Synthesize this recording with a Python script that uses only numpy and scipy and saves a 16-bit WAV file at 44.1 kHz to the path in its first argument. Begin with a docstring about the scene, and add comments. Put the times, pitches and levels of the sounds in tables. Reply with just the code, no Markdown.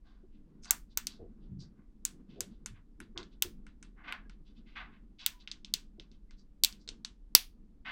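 """A quiet, dry room; close to the microphone, fingers wind a chain of small magnetic balls round a rod.
Balls jump onto the cluster with sharp snaps or settle with soft ticks: the packed steel rings and the rod
knocks. In between, balls slide on each other and fingertips swish over them, at times with a faint squeak.
The hands add dull rustles over a low room rumble. The loudest snap overloads the microphone input."""
import sys
import numpy as np
from scipy import signal
from scipy.fft import rfft, irfft, next_fast_len
from scipy.io import wavfile

SR = 44100
rng = np.random.default_rng(int(sys.argv[2]) if len(sys.argv) > 2 else 0)


def wrap_up_sound(samples):
    """Save the sound to the file named by the first command line argument, as 16-bit audio."""
    columns = np.atleast_2d(samples).T
    # keep every value between -1 and 1, then stretch to whole-number steps
    tamed = np.clip(columns, -1, 1)
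    steps = np.round(tamed * 32767).astype(np.int16)
    wavfile.write(sys.argv[1], SR, steps)


N = 348831
TIME = np.arange(N) / SR

# balls landing on the cluster: t/s, ring level/dB, ring f/Hz, hardness/dB (adds crack), rod knock level/dB
LANDINGS = [(.6343, -54, 5200, -24, -67), (0.6453, -46.5, 4940, -30, -65), (0.655, -48, 5430, -22, -53),
            (.7082, -22.5, 8000, 9, -30), (.9737, -23.5, 7000, 2, -34.5), (1.0693, -24, 5300, -12, -48),
            (2.0513, -20, 7460, -9, -44.5), (2.4061, -23.5, 6770, -14, -44), (2.6599, -31, 6730, -24, -43),
            (3.0023, -43, 1650, -6, -57), (3.176, -30, 3700, -38, -52), (3.2292, -46, 3800, -35, -57),
            (3.423, -19.5, 3060, 1.5, -37), (3.6664, -57.5, 1790, -4, -57.5),
            (3.8269, -46.5, 6700, -16, -53), (4.1237, -31, 2350, -18, -34), (4.296, -56.5, 5450, -14, -55),
            (5.2625, -19, 3200, -.5, -55), (5.4747, -35, 2940, -45, -72), (5.5145, -30.5, 3830, -50, -59),
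            (5.6469, -38, 3800, -42, -58.5), (5.7386, -17, 4250, -12, -47), (5.9971, -41, 3200, -38, -62),
            (6.1152, -59, 4490, -33, -77), (6.3086, -57, 4840, -22, -60.5), (6.6365, -12, 4500, -5, -44),
            (6.6467, -13.5, 4420, -6, -38), (6.7252, -43.5, 4640, -28, -63),
            (6.8766, -40, 4240, -40, -54.5), (6.889, -31.5, 4300, -42, -49),
            (7.0479, -29.5, 4400, -30, -44.5), (7.3507, 1, 5290, -3.5, -24)]


def from_db(db):
    """Decibels to gain."""
    return 10 ** (np.asarray(db) / 20)


def rms_one(x):
    """Scale to an rms of 1."""
    return x / np.sqrt(np.mean(x ** 2) + 1e-20)


def energy_one(x):
    """Scale to a total energy of 1."""
    return x / np.sqrt(np.sum(x ** 2) + 1e-20)


def add(track, s, sound):
    """Mix a sound into a track from second s on."""
    start = max(int(round(s * SR)), 0)
    part = sound[:max(N - start, 0)]
    track[start:start + len(part)] += part


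def band(x, low_hz, high_hz, order=2):
    """Causal band-pass."""
    sections = signal.butter(order, [low_hz, min(high_hz, .45 * SR)], "band", fs=SR, output="sos")
    return signal.sosfilt(sections, x + 1e-18)


def resonance(x, low_hz, high_hz):
    """One resonance, 3 dB down at the two given frequencies."""
    low, high = np.tan(np.pi * np.minimum([low_hz, high_hz], .45 * SR) / SR)
    width, centre = high - low, low * high
    feedback = [1 + width + centre, 2 * (centre - 1), 1 - width + centre]
    return signal.lfilter([width, 0, -width], feedback, x + 1e-18)


def steep_resonance(x, hz, spread):
    """A resonance applied twice, so that its skirts are steep."""
    edges_hz = hz / (1 + spread), hz * (1 + spread)
    return resonance(resonance(x, *edges_hz), *edges_hz)


def coloured_noise(colour, size):
    """Noise of rms 1 whose spectrum follows rows of f/Hz, level/dB."""
    hz, db = np.transpose(colour)
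    padded = next_fast_len(size)
    bins_hz = np.maximum(np.fft.rfftfreq(padded, 1 / SR), 1)
    gain = from_db(np.interp(np.log(bins_hz), np.log(hz), db))
    low_cut = np.minimum(bins_hz / hz[0], 1) ** 2
    spectrum = rfft(rng.standard_normal(padded)) * gain * low_cut
    return rms_one(irfft(spectrum, padded)[:size])


def room_tone():
    """The room's low rumble and a faint, steady hum."""
    # rumble spectrum: f/Hz, relative level/dB
    rumble_colour = [(18, 0.5), (38, 1), (52, -11), (70, -13), (105, -28.5), (220, -24.5), (550, -42),
                     (1200, -51), (2300, -56.5), (4000, -58.5), (8000, -64), (16000, -73)]
    rumble_db, hum_db, hum_hz = -54.5, -76.5, 295
    rumble = from_db(rumble_db) * coloured_noise(rumble_colour, N)
    hum = from_db(hum_db) * np.sqrt(2) * np.sin(2 * np.pi * hum_hz * TIME)
    return rumble + hum


def reflections(x, early_db, early_t60, late_db, late_t60):
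    """Dense first reflections from hands and table, then a short faint tail from the walls."""
    # spectra of the first reflections and of the tail: f/Hz, relative level/dB
    early_colour = [(300, 0), (800, 1.5), (1500, 2.5), (3500, 1.5), (7000, -1.5), (11000, -4),
                    (16000, -3.5)]
    late_colour = [(300, -1), (800, 5), (1500, 9), (3500, 4), (7000, -1), (11000, -4), (16000, -3)]
    t = np.arange(SR // 3) / SR
    early = coloured_noise(early_colour, len(t)) * from_db(-60 * t / early_t60) * (t > .0015)
    late = coloured_noise(late_colour, len(t)) * from_db(-60 * t / late_t60) * (t > .011)
    response = from_db(early_db) * energy_one(early) + from_db(late_db) * energy_one(late)
    return signal.fftconvolve(x, response)[:N]


def hand_rustle(wander_per_s=34, wander_db=3.0, trim_db=-.2):
    """The moving hands rustle softly throughout; the level wanders at random."""
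    # outline of the rustle, before trim and wander: t/s, level/dB
    outline = [(0.08, -74), (0.55, -58.5), (0.9, -68.5), (1.15, -58), (1.95, -64), (2.35, -56),
               (2.87, -68.5), (3.2, -60.5), (3.9, -63.5), (4.45, -62.5), (5.08, -63.5), (5.2, -71.0),
               (5.45, -63.5), (5.92, -61), (6.35, -71), (6.92, -61), (7.25, -67.5), (7.9, -64.5)]
    # rustle spectrum: f/Hz, relative level/dB
    rustle_colour = [(80, -26), (115, -12.5), (150, -3.5), (175, -3), (205, 3), (235, -1), (260, -6),
                     (300, -6.5), (380, -14), (470, -19.5), (620, -35), (1200, -35), (2500, -49),
                     (16000, -77.5)]
    rustle = coloured_noise(rustle_colour, N)
    level_db = np.interp(TIME, *np.transpose(outline)) + trim_db
    knots_s = np.arange(0, TIME[-1] + 1, 1 / wander_per_s)
    wander = np.interp(TIME, knots_s, rng.standard_normal(len(knots_s)))
    return from_db(level_db + wander_db * wander) * rustle


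def friction(strokes, slips_per_s, uneven_db, spread, smooth_db):
    """Tiny random slips excite a broad resonance in each stroke (t/s, rise/s, fall/s, level/dB, f/Hz)."""
    out = np.zeros(N)
    for s, rise, fall, level_db, hz in strokes:
        t = np.arange(-int(rise * SR), int(2 * fall * SR)) / SR
        swell = np.sin(np.pi / 2 * (1 + t / rise)) ** 2
        fade = from_db(-20 * np.abs(t / fall) ** 1.4)
        pressure = np.where(t < 0, swell, fade)
        sizes = from_db(uneven_db * np.minimum(rng.exponential(1, len(t)), 4))
        signs = rng.choice([-1, 1], len(t))
        slips = rms_one(sizes * signs * (rng.random(len(t)) < slips_per_s / SR))
        grain = slips + from_db(smooth_db) * rng.standard_normal(len(t))
        narrowing = min(1, (1900 / hz) ** 1.4)   # steel on steel rings higher and narrower than skin
        ringing = steep_resonance(grain, hz, spread * narrowing)
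        damped = band(ringing, hz / 3, hz * 1.85, order=3)   # the fingers swallow the top
        add(out, s - rise, from_db(level_db) * pressure * rms_one(damped))
    return out


def grip_shifts(rise_share=.4, palm_hz=84, palm_offset_db=-3, palm_ceiling_db=-53):
    """Each shift of grip is a rustle of the fingers and a thud in the soft palm."""
    # shifts of grip: peak t/s, fall/s, level/dB, centre f/Hz
    shifts = [(0.239, .035, -63, 380), (1.215, 0.084, -52, 399), (1.53, .18, -44.5, 152),
              (2.385, 0.096, -52, 409), (2.72, .12, -55.5, 120), (3.01, .07, -53, 240),
              (3.18, .11, -53, 338), (3.46, .06, -51.5, 333), (5.99, .05, -61, 390), (6.89, .08, -62, 374)]
    fingers = [(s, rise_share * fall, fall, db, hz) for s, fall, db, hz in shifts]
    palm = [(s, rise, fall, min(db + palm_offset_db, palm_ceiling_db), palm_hz)
            for s, rise, fall, db, _ in fingers]
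    return friction(fingers + palm, slips_per_s=490, uneven_db=0, spread=.32, smooth_db=1.5)


def fingertip_squeaks():
    """Skin sticks and slips briefly on smooth metal: a faint, nearly pure tone."""
    # squeaks: t/s, length/s, f/Hz, level/dB
    squeaks = [(4.238, 0.063, 1650, -74), (5.316, 0.08, 988, -68), (6.287, 0.026, 2070, -78)]
    out = np.zeros(N)
    for s, length, hz, level_db in squeaks:
        t = np.arange(int(length * SR)) / SR
        tone = rms_one(steep_resonance(rng.standard_normal(len(t)), hz, spread=.0047))
        add(out, s, from_db(level_db) * np.sin(np.pi * t / length) * tone)
    return out


def cluster_resonances(x, stretch=1):
    """The cluster's short resonances stand out of whatever excites it; stretch scales their pitches."""
    # modes of the packed balls on the rod: f/Hz, width/Hz, gain/dB
    modes = [(3540, 23, -5.5), (4690, 200, -3), (5270, 73, -7), (5870, 220, -4), (6710, 160, -2.5),
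             (7700, 260, -0.5), (9140, 500, -5.5), (14100, 2100, -1.5)]
    out = x
    for hz, width_hz, gain_db in modes:
        centre_hz = stretch * hz
        out = out + from_db(gain_db) * resonance(x, centre_hz - width_hz / 2, centre_hz + width_hz / 2)
    return out


def rubs_and_slides():
    """Fingertips rub over the balls, balls slide on each other, and the cluster colours it all."""
    # fingertip rubs (the loudest swishes) and ball slides; the two rows at 1100 Hz are the short, dull
    # knocks of the landings at 0.71 and 3.18 s: peak t/s, fall/s, level/dB before the cluster, f/Hz
    contacts = [(0.079, 0.14, -77, 3460), (.07, 0.15, -74.5, 1080), (0.351, 0.063, -80.5, 2760),
                (.648, 0.043, -61, 5950), (.67, .07, -62, 1200), (.69, .05, -57.5, 4160),
                (.712, .03, -53, 1100), (.925, 0.031, -73, 4000), (1.11, 0.077, -59.5, 4000),
                (1.44, 0.057, -80.5, 3400), (1.615, 0.056, -60, 4600), (1.79, 0.052, -77, 1200),
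                (2.315, .14, -69, 3000), (2.53, 0.07, -78.5, 3500), (2.765, .04, -66.5, 1893),
                (3.177, .035, -53, 1100), (3.195, 0.039, -55.5, 3780), (3.335, .035, -73, 3380),
                (3.99, 0.18, -63.5, 1400), (4.055, .05, -52, 1700), (4.085, 0.098, -44, 1900),
                (4.48, 0.054, -71.5, 3400), (4.58, 0.044, -71, 3300), (4.685, 0.17, -67, 2500),
                (4.768, .1, -43.5, 1900), (4.94, .065, -66, 1910), (5.205, .11, -50.5, 3250),
                (5.417, .03, -62.5, 3600), (6.40, 0.041, -72.5, 4700), (6.82, 0.038, -71.5, 4666),
                (7.864, 0.26, -43, 1900)]
    # a firm stroke starts quickly, a lighter one more slowly
    firm_rise_s, firm_db, slower_s_per_db = .017, -42, .0008
    strokes = [(s, firm_rise_s + slower_s_per_db * max(firm_db - db, 0), fall, db, hz)
               for s, fall, db, hz in contacts]
    # each landed ball grinds into its seat, louder after a stronger blow
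    seat_delay_s, seat_rise_s, seat_fall_s, seat_hz = .018, .019, .049, 3300
    seating = [(s + seat_delay_s, seat_rise_s, seat_fall_s, -50 + .4 * ring_db, seat_hz)
               for s, ring_db, *_ in LANDINGS]
    # the fingertip drags on for longer, and louder the lower the stroke sounds
    skin_hz, lag_s, db_per_octave = 1200, .025, -7.2
    skin = [(s + lag_s, rise + lag_s, 1.25 * fall, db - 2.5 + db_per_octave * np.log2(hz / skin_hz), skin_hz)
            for s, rise, fall, db, hz in strokes + seating]
    rubbing = friction(strokes + seating + skin, slips_per_s=2600, uneven_db=3.5, spread=.8, smooth_db=-4)
    return from_db(-1.4) * cluster_resonances(rubbing)


def chatter(t, bounce_decay_s, bounce_db, link_width_hz, balls=7):
    """A blow smears in passing from ball to ball (one allpass each); tiny bounces follow at once."""
    blow = 1.0 * (t == 0)
    radius = np.exp(-np.pi * link_width_hz / SR)
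    for hz in (np.arange(balls) + rng.random(balls)) / balls * SR / 4:
        feedback = [1, -2 * radius * np.cos(2 * np.pi * hz / SR), radius * radius]
        blow = signal.lfilter(feedback[::-1], feedback, blow + 1e-18)
    bounces = t * np.exp(-t / bounce_decay_s) * rng.standard_normal(len(t))
    return blow + from_db(bounce_db) * energy_one(bounces)


def struck_cluster(force, ring_db, ring_hz, hardness_db, knock_db, spread):
    """The cluster rings at a pitch set by how it is held, with steel crack above and rod knock below."""
    # a gentle, soft contact lasts longer and is duller
    top_hz = 23500 * 2 ** ((ring_db + .35 * hardness_db) / 42)
    # a light blow rings only a few balls, other ones each time
    stretch = 1 + .0045 * min(ring_db + 7.5, 0) * rng.uniform(-1.3, 1)
    vibration = cluster_resonances(band(force, 100, top_hz, order=8), stretch)
    ring = band(steep_resonance(vibration, ring_hz, spread), ring_hz / 5, 1.95 * ring_hz, order=4)
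    crack = band(vibration, 5300, 17000)
    knock = band(band(vibration, 1100, 2700), 500, 3100, order=3)
    crack_db = ring_db + hardness_db + 2
    parts = (ring_db, ring), (crack_db, crack), (knock_db, knock)
    snap = sum(from_db(db) * energy_one(part) for db, part in parts)
    return snap * np.sqrt(SR / 1000)   # levels count as rms over 1 ms


def ball_snaps():
    """Balls jump onto the cluster: the sound at the microphone, and a broader one thrown into the room."""
    near, thrown = np.zeros(N), np.zeros(N)
    t = np.arange(SR // 40) / SR
    impulse = 1.0 * (t == 0)
    thump = energy_one(band(np.exp(-t / .0002), 300, 1100, order=3))
    for s, ring_db, ring_hz, hardness_db, knock_db in LANDINGS:
        force = chatter(t, bounce_decay_s=.00041, bounce_db=-3.5, link_width_hz=1400)
        direct = struck_cluster(force, ring_db, ring_hz, hardness_db, knock_db, spread=.27)
        broad = struck_cluster(impulse, ring_db, ring_hz, hardness_db, knock_db + 4.5, spread=.81)
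        jolt = from_db(knock_db + 7.5 + .3 * ring_db) * thump   # hard blows also jolt the hand
        # light touches lie hidden behind the fingers, so more of them arrives by reflection
        hidden_db = -.13 * (ring_db + 25)
        add(near, s, direct + jolt)
        add(thrown, s, from_db(hidden_db) * broad + jolt)
    return near, thrown


def scene():
    """One close microphone: snaps, rubs, slides and grips with their reflections, over the background."""
    background = room_tone() + hand_rustle()
    near, thrown = ball_snaps()
    rubbing = rubs_and_slides() + fingertip_squeaks()
    grips = grip_shifts()
    room = reflections(thrown + rubbing + grips, early_db=-9, early_t60=.047, late_db=-17.5, late_t60=.19)
    return (near + rubbing + grips + room + background)[None]


def record(dry):
    """The loudest snap overloads the input, with no bass in the distortion; the top treble is cut."""
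    ceiling, distortion_low_hz, cutoff_hz = 1.1, 347, 16300
    excess = dry - np.clip(dry, -ceiling, ceiling)
    overloaded = dry - band(excess, distortion_low_hz, SR / 2, order=1)
    low_pass = signal.ellip(10, .2, 70, cutoff_hz, fs=SR, output="sos")
    return signal.sosfilt(low_pass, overloaded)


dry = scene()
out = record(dry)
wrap_up_sound(out)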